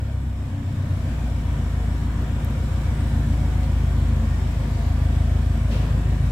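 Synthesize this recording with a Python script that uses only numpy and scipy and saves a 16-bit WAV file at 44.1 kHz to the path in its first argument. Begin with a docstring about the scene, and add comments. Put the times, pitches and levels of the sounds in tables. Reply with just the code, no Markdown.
"""Idling flat-four in an underground car park

A car is heard from behind; its fast idle sinks and settles. The cylinders fire in pairs, bank after bank,
into unequal headers: pulse trains with echoes, filtered by silencer and hall, make the exhaust burble.
Shaped noise and fading tones give the whirr and whine of the engine bay, diffused by the concrete.
Filtered impulses make a few tiny close ticks; decaying diffuse noise makes the clunks far off in the hall."""
import sys
import numpy as np
from scipy import signal
from scipy.fft import rfft, irfft, next_fast_len
from scipy.io import wavfile
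from scipy.ndimage import uniform_filter1d, map_coordinates

SR = 44100
rng = np.random.default_rng(int(sys.argv[2]) if len(sys.argv) > 2 else 0)


def transcribe(u):
    """Save the signal u as a 16-bit wav file named by the first command-line argument.

    u: samples, shape (n,) or (channels, n), limited to [-1, 1]; the rate is SR.
    q: integer samples, one column per channel.
    """
    v = np.clip(np.atleast_2d(u).T, -1, 1)
    q = np.round(v * 32767).astype(np.int16)
    wavfile.write(sys.argv[1], SR, q)


N = 278435
LEAD = SR // 3  # samples of running engine before the scene opens

# Engine speed, a fast idle that sinks and then hunts gently: t/s, firing rate f/Hz
IDLE_SPEED = [(0.0, 33.77), (0.2, 32.408), (0.4, 31.732), (0.6, 31.088), (0.8, 30.769), (1.0, 29.699),
              (1.2, 29.237), (1.6, 28.075), (2.0, 28.513), (2.5, 28.959), (3.0, 28.679), (3.5, 28.26),
              (4.0, 27.754), (4.4, 27.284), (4.8, 26.604), (5.2, 26.678), (5.8, 27.255), (6.31, 27.276)]
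# Cylinders in firing order: strength level/dB, timing offset/s, header echo delay/s, echo share/1
CYLINDERS = [(2.9258, -0.0046, 0.0171, -0.1195), (2.1473, -0.0039, 0.0147, -0.1358),
             (3.2288, -0.0054, 0.0051, 0.6793), (1.4045, -0.0055, 0.005, 0.6311)]
# Relative response of silencer and tailpipe, before the treble roll-off: f/Hz, level/dB
PIPE_RESPONSE = [(18.0, -75.6), (28.0, -35.1), (39.0, -16.1), (55.0, 1.4), (67.0, -4.8), (82.0, 14.6),
                 (104.0, -17.9), (120.0, -3.9), (137.0, 2.0), (160.0, -23.7), (172.0, -21.0),
                 (185.0, -39.1), (205.0, -24.5), (222.0, -21.2), (250.0, -21.5), (280.0, -16.6),
                 (330.0, -52.6), (900.0, -84.4)]
# Standing waves of the hall: f/Hz, width/Hz, share/1 (negative where it opposes the direct sound)
ROOM_MODES = [(64.3, 4.7, -1.45), (66.3, 2.3, 2.44), (78.4, 6.1, -1.18), (91.0, 4.9, -1.72),
              (101.8, 3.0, 7.38), (108.2, 1.9, -1.81), (117.9, 2.9, -1.86), (130.0, 4.5, -0.85),
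              (136.8, 3.0, -0.86), (143.3, 1.8, -0.46), (148.0, 4.6, -1.4), (157.8, 1.8, 1.01),
              (164.3, 4.1, -2.06), (169.5, 1.8, -3.2), (201.4, 3.2, 1.69), (221.1, 1.8, 1.23),
              (229.3, 4.4, -1.78), (254.7, 3.8, -1.4), (277.2, 10.8, -1.58), (285.4, 1.8, 1.59)]
# Echoes from the far walls: delay/s, share/1
WALL_ECHOES = [(0.076, 0.3605), (0.0888, 0.0681), (0.1017, 0.1869), (0.1067, 0.126), (0.1532, 0.1595),
               (0.2272, 0.0484), (0.2292, 0.0812), (0.2711, 0.078), (0.2888, 0.0713), (0.3054, 0.0269)]
# Mean level of the exhaust's bass over a cycle: t/s, level/dB
BASS_LEVEL = [(0.0, -27), (0.4, -26), (0.9, -20.0), (1.2, -21.5), (2.4, -21.0), (3.2, -19), (4.05, -19.5),
              (4.7, -21.5), (5.2, -20), (5.9, -18.5), (6.31, -18.5)]
# Lope of the idle: t/s, swing of the bass over a cycle/dB, place of its crest/firings
LOPE = [(0.4, 0.5, 3.8), (1.0, 0.1, 3.7), (2.6, -0.1, 2.4), (4.1, 0.2, 2.1), (6.0, 1, 1.8)]
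# Relative spectrum of gas leaving the tailpipe: f/Hz, level per Hz/dB
GAS_SPECTRUM = [(12, -29), (35, -11), (60, 11.5), (100, -7), (140, 11.5), (185, -10), (230, -6.5),
                (285, -1), (330, -17.5), (450, -16), (900, -40)]
# Relative spectrum of the exhaust pulses sent into the reverberation: f/Hz, level per Hz/dB
WASH_SPECTRUM = [(18, -28), (29, 0), (41, 13), (52, 0), (72, 1), (100, -12), (140, 0), (162, 0.5),
                 (187, -11), (222, -2.5), (250, -3), (285, -5), (310, -9.5), (380, -21.5), (450, -30),
                 (900, -58)]
# Reverberation time of the hall: f/Hz, time for a 60 dB decay/s
REVERB_TIME = [(60, 1.15), (300, 3.15), (2000, 1), (10000, .6)]
# Stereo spread of diffuse sound: f/Hz, side minus mid level/dB
DIFFUSE_WIDTH = [(60, -23), (125, -15), (250, -16), (500, -14.5), (1000, -3.5), (2000, 0)]
# Reference loudness of the running engine, to which layers add their offsets: t/s, level/dB
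LOUDNESS = [(0.0, -45.5), (0.35, -47), (1.1, -41.5), (2.17, -42), (2.82, -40), (6.31, -41)]
WHIRR_DB, HISS_DB, PUFF_DB, WASH_DB, SPIT_DB = 0.6, -10.5, 1.5, 5.5, -3  # layer offsets from LOUDNESS
# Relative spectrum of the engine bay's whirr: f/Hz, level/dB
WHIRR_SPECTRUM = [(180, -72), (300, -0.5), (385, -2), (430, -6), (510, -0.5), (572, -2.5), (735, -2),
                  (775, -7.5), (975, -5.5), (1060, -7), (1300, -10), (1850, -10.5), (1980, -14.5),
                  (2350, -14.5), (2760, -18.5), (3280, -18), (4500, -38.5), (5850, -47), (9900, -120)]
# Relative spectrum of the engine bay's hiss: f/Hz, level/dB
HISS_SPECTRUM = [(2060, -40), (3500, 0), (4760, -6), (5400, -3.5), (6320, -7), (7670, -3), (8330, -8.5),
                 (15000, -16.5), (15700, -28)]
# Whine of pumps and pulleys, levels at mean loudness: f/Hz, level/dB, width/Hz
WHINES = [(380, -59, 5), (537.5, -56.5, 3.96), (729.6, -58.5, 7.2), (953, -56.5, 4.08), (1181, -60.5, 10),
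          (1480, -65.5, 26), (2250, -62.5, 70), (2950, -65, 36), (5270, -73, 82), (7790, -68, 300)]
STEADY_HZ = 6.8  # tones narrower than this mostly hold their level; wider ones flicker
# Relative spectrum of the third cylinder's spit: f/Hz, level per Hz/dB
SPIT_SPECTRUM = [(150, -45), (300, 5), (600, -4), (1000, -10), (3000, -31), (8000, -60)]
SPIT_AT, SPIT_LENGTH = 1.985, 0.047  # place in the cycle and half length, in firings
# Pitches or hiss bands that swell out of the whirr: t/s, f/Hz, width/Hz, half length/s, level/dB
SWELLS = [(0.15, 291.5, 63, 0.18, -54), (0.61, 280, 1.2, 0.17, -41.5), (3.02, 8600, 1600, 0.11, -61),
          (3.557, 734, 8, 0.23, -48.5), (4.308, 1850, 59, 0.078, -51.5), (4.6, 537, 8, 0.67, -52.5),
          (4.803, 4390, 1400, 0.32, -56.5), (4.813, 684, 14, 0.11, -44), (2.5, 1500, 700, 0.81, -53.5),
          (5.897, 222.4, 3.3, 0.59, -47.5), (6.101, 380, 6, 0.57, -51)]
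# Sharp little ticks, impulses before gain and colour: t/s, level/dB
TICKS = [(2.2229, -39), (2.4479, -28), (2.5037, -39)]
# Response that colours the ticks: f/Hz, level/dB
TICK_COLOUR = [(2000, -24), (6000, -8), (10000, -6), (13000, 3), (16000, -9)]
# Knocks far off in the hall: t/s, level before the envelope/dB, 60 dB decay/s, attack/s, tilt/dB per octave
CLUNKS = [(3.629, -38, 0.089, .004, 3), (5.698, -33.5, 0.9, 0.015, 0), (5.706, -41, 1, .008, 2.5),
          (5.815, -44, 0.89, 0.022, 1)]
# Relative spectrum of the knocks before each one's tilt: f/Hz, level/dB
CLUNK_COLOUR = [(150, -8), (350, 6), (470, 7), (640, 3), (760, -6), (1400, -8), (2000, -12), (2900, -9),
                (5000, -18), (7500, -27.5), (15000, -37)]
# Stereo balance: f/Hz, left minus right level/dB
BALANCE = [(60, 1.0), (110, 1), (200, 0), (380, 1), (700, 0.5), (1290, -1), (2380, 1.5), (4400, 2.5),
           (8120, 1.5), (15000, 2.5)]
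TOP_HZ = 15800  # upper band limit


def amp(db):
    """Level definition: decibels become an amplitude ratio."""
    return 10 ** (np.asarray(db) / 20)


def unit(x):
    """Power normalisation: x is scaled to rms 1."""
    return x / np.sqrt(np.mean(x ** 2) + 1e-20)


def along(points, hz):
    """Logarithmic frequency scale: a response is interpolated between its (f, value) points."""
    f, value = np.transpose(points)
    return np.interp(np.log(hz + 1), np.log(f + 1), value)


def curves(rows):
    """Linear interpolation in time: each column after t/s gives one value per sample."""
    s, *columns = np.transpose(rows)
    return [np.interp(np.arange(N) / SR, s, column) for column in columns]


def wobble(rate):
    """Band-limited fluctuation: a spline passes through random knots, rate of them a second."""
    knots = rng.standard_normal(int(N * rate / SR) + 4)
    return map_coordinates(knots, [np.arange(N) * rate / SR])


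def filtered(x, response):
    """Linear filtering: the spectrum of x is multiplied by a response of frequency."""
    n = x.shape[-1]
    padded = 2 * next_fast_len((n + SR) // 2)
    return irfft(rfft(x, padded) * response(np.fft.rfftfreq(padded, 1 / SR)), padded)[..., :n]


def causal(db):
    """Minimum phase: folding the cepstrum gives the causal response that has these gains."""
    cepstrum = irfft(np.log(amp(db)))
    half = len(cepstrum) // 2
    cepstrum[1:half] *= 2
    cepstrum[half + 1:] = 0
    return np.exp(rfft(cepstrum))


def diffuse(pair):
    """Diffuse-field coherence: two unrelated signals become alike in the bass, unrelated in the treble."""
    def mid_side_gain(hz):
        return np.array([np.ones_like(hz), amp(along(DIFFUSE_WIDTH, hz))])

    mid, side = filtered(pair, mid_side_gain)
    return unit(np.array([mid + side, mid - side]))


def rush(spectrum):
    """Turbulence as random noise: white noise is coloured and made diffuse, at rms 1."""
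    noise = rng.standard_normal((2, N))
    return diffuse(filtered(noise, lambda hz: amp(along(spectrum, hz))))


def firings(count_up, scatter_db, jitter_s):
    """Pulse train with reflections: each firing is followed by its echo from the end of its header."""
    lead_in = count_up[0] + np.arange(-LEAD, 0) * IDLE_SPEED[0][1] / SR
    count_up = np.r_[lead_in, count_up]
    k = np.arange(int(count_up[0]), int(count_up[-1]) + 1)
    db, timing, delay, echo = np.array(CYLINDERS)[k % len(CYLINDERS)].T
    chance = rng.standard_normal((len(k), 2))
    s = np.interp(k, count_up, np.arange(LEAD + N) / SR) + timing + jitter_s * chance[:, 0]
    size = amp(db + scatter_db * chance[:, 1])
    at = np.maximum(np.r_[s, s + delay] * SR, 0).astype(int)
    return np.bincount(at, np.r_[size, size * echo], minlength=LEAD + N)[:LEAD + N]


def silencer(hz):
    """Acoustic filtering in a duct: resonances colour the pulses, the treble rolls off, the sign inverts."""
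    rolloff_db = 20 * np.log10(1 + (hz / 1200) ** 2)
    return -causal(along(PIPE_RESPONSE, hz) - rolloff_db)


def walls(hz):
    """Modal superposition: modes and far echoes lift or swallow each harmonic as the speed drifts."""
    standing = sum(share * 1j * hz * width / (centre * centre - hz * hz + 1j * hz * width)
                   for centre, width, share in ROOM_MODES)
    echoes = sum(share * np.exp(-2j * np.pi * hz * delay) for delay, share in WALL_ECHOES)
    return 1 + standing + echoes


def hall(x):
    """Exponential decay: a one-second noise tail reverberates x, already built up at the start, at rms 1."""
    hz, t, z = signal.stft(rng.standard_normal((2, SR)), SR, nperseg=256)
    decay = amp(-60 * t / along(REVERB_TIME, hz)[:, None])
    tail = signal.istft(z * decay, SR, nperseg=256)[1]
    return diffuse(signal.fftconvolve(x[None], tail, axes=1)[:, LEAD:LEAD + N])


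def exhaust(count_up, loud_db):
    """Pulsed source in a resonant space: pulses thud through the silencer, push out gas, set the hall booming."""
    bass_db, = curves(BASS_LEVEL)
    pulses = firings(count_up, scatter_db=.45, jitter_s=.00004)
    thud = unit(filtered(pulses, lambda hz: silencer(hz) * walls(hz))[LEAD:])
    # the gas surges with each firing, and harder while the second bank fires
    surge = 1.44 * np.cos(2 * np.pi * (count_up - .12))
    bank_surge = 0.77 * np.cos(2 * np.pi * (count_up - 2.7) / len(CYLINDERS))
    throb = surge + bank_surge
    puffs = unit(rush(GAS_SPECTRUM) * amp(0.83 * throb))
    # the pulses also reverberate in the hall, from the deep bass up
    reverberant = hall(filtered(pulses, lambda hz: amp(along(WASH_SPECTRUM, hz))))
    wash = unit(reverberant * amp(1.07 * throb))
    gas = amp(PUFF_DB) * puffs + amp(WASH_DB) * wash
    # the idle lopes: the bass swells and sinks once a cycle
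    swing_db, crest = curves(LOPE)
    lope_db = swing_db * np.cos(2 * np.pi * (count_up - crest) / len(CYLINDERS))
    return amp(bass_db + lope_db) * thud + amp(loud_db) * gas


def patchy(x, depth_db):
    """Independent band modulation: neighbouring regions of the spectrum swell and fade on their own."""
    z = signal.stft(x, nperseg=1024)[2]
    field = rng.standard_normal(z.shape[1:])
    field = uniform_filter1d(field, size=3, axis=0)  # across frequency
    field = uniform_filter1d(field, size=16, axis=1)  # along time
    return signal.istft(z * amp(depth_db * unit(field)), nperseg=1024)[1][:, :N]


def narrow(hz, width_hz):
    """Interference: reflections fade differently at either side around a steady tone; the sum has rms 1."""
    fading = np.array([wobble(width_hz) + 1j * wobble(width_hz) for _ in range(2)])
    carrier = np.exp(2j * np.pi * hz * np.arange(N) / SR)
    return unit(np.real((STEADY_HZ / width_hz + fading) * carrier))


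def engine_bay(count_up, loud_db):
    """Amplitude modulation: belts and fans whirr and whine; the valve gear clatters in step with firings."""
    clatter = amp(.5 * np.cos(4 * np.pi * count_up))  # twice per firing
    flutter = amp(0.18 * np.cos(2 * np.pi * (count_up - .2)))
    whirr = unit(patchy(rush(WHIRR_SPECTRUM), depth_db=1.46) * clatter * flutter)
    whirr = amp(WHIRR_DB + 0.52 * wobble(12)) * whirr
    hiss = unit(patchy(rush(HISS_SPECTRUM), depth_db=2.0) * clatter)
    hiss = amp(HISS_DB + 0.35 * wobble(20)) * hiss
    whine = sum(amp(db) * narrow(hz, width_hz) for hz, db, width_hz in WHINES)
    return amp(loud_db) * (whirr + hiss) + amp(loud_db - np.mean(loud_db)) * whine


def spit(count_up, loud_db):
    """Gated turbulence: once a cycle, as the second bank takes over, the tailpipe spits a burst of gas."""
    cycle = len(CYLINDERS)
    away = (count_up - SPIT_AT + cycle / 2) % cycle - cycle / 2
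    burst = np.exp(-(away / SPIT_LENGTH) ** 2)
    return amp(loud_db + SPIT_DB) * burst * rush(SPIT_SPECTRUM)


def swells():
    """Gaussian envelope: now and then one band swells out of the whirr and fades again."""
    t, out = np.arange(N) / SR, np.zeros((2, N))
    for s, hz, width_hz, half_s, db in SWELLS:
        shape = np.exp(-((t - s) / half_s) ** 2)
        shape_rms = np.sqrt(np.mean(shape ** 2))
        out += amp(db) * shape_rms * unit(shape * narrow(hz, width_hz))
    return out


def ticks(gain_db):
    """Impulse response: dry, very short ticks sound close by, equally on both sides."""
    out = np.zeros(N)
    for s, db in TICKS:
        out[round(s * SR)] = amp(db + gain_db)
    return filtered(out, lambda hz: causal(along(TICK_COLOUR, hz)))


def clunks():
    """Reverberant decay: far knocks arrive as diffuse noise that dies away, some duller than others."""
    out = np.zeros((2, N))
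    for s, db, t60, attack_s, tilt_db in CLUNKS:
        age = np.maximum(np.arange(N) / SR - s, 0)
        colour = [(hz, level + tilt_db * np.log2(hz)) for hz, level in CLUNK_COLOUR]
        decay = np.exp(-np.log(1000) * age / t60)
        attack = 1 - np.exp(-age / attack_s)
        out += rush(colour) * amp(db) * decay * attack
    return out


def scene():
    """Superposition: one crankshaft drives exhaust and engine bay, and all sources add."""
    firing_hz, = curves(IDLE_SPEED)
    loud_db, = curves(LOUDNESS)
    count_up = np.cumsum(firing_hz) / SR - .77  # crankshaft phase, in firings
    car = exhaust(count_up, loud_db) + engine_bay(count_up, loud_db) + spit(count_up, loud_db) + swells()
    mix = car + ticks(gain_db=13.0) + clunks()
    # half of the level difference goes to each side
    return filtered(mix, lambda hz: amp(np.outer([.5, -.5], along(BALANCE, hz))))


def record(dry):
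    """Band limitation: nothing passes above the upper limit."""
    return filtered(dry, lambda hz: hz < TOP_HZ)


dry = scene()
out = record(dry)
transcribe(out)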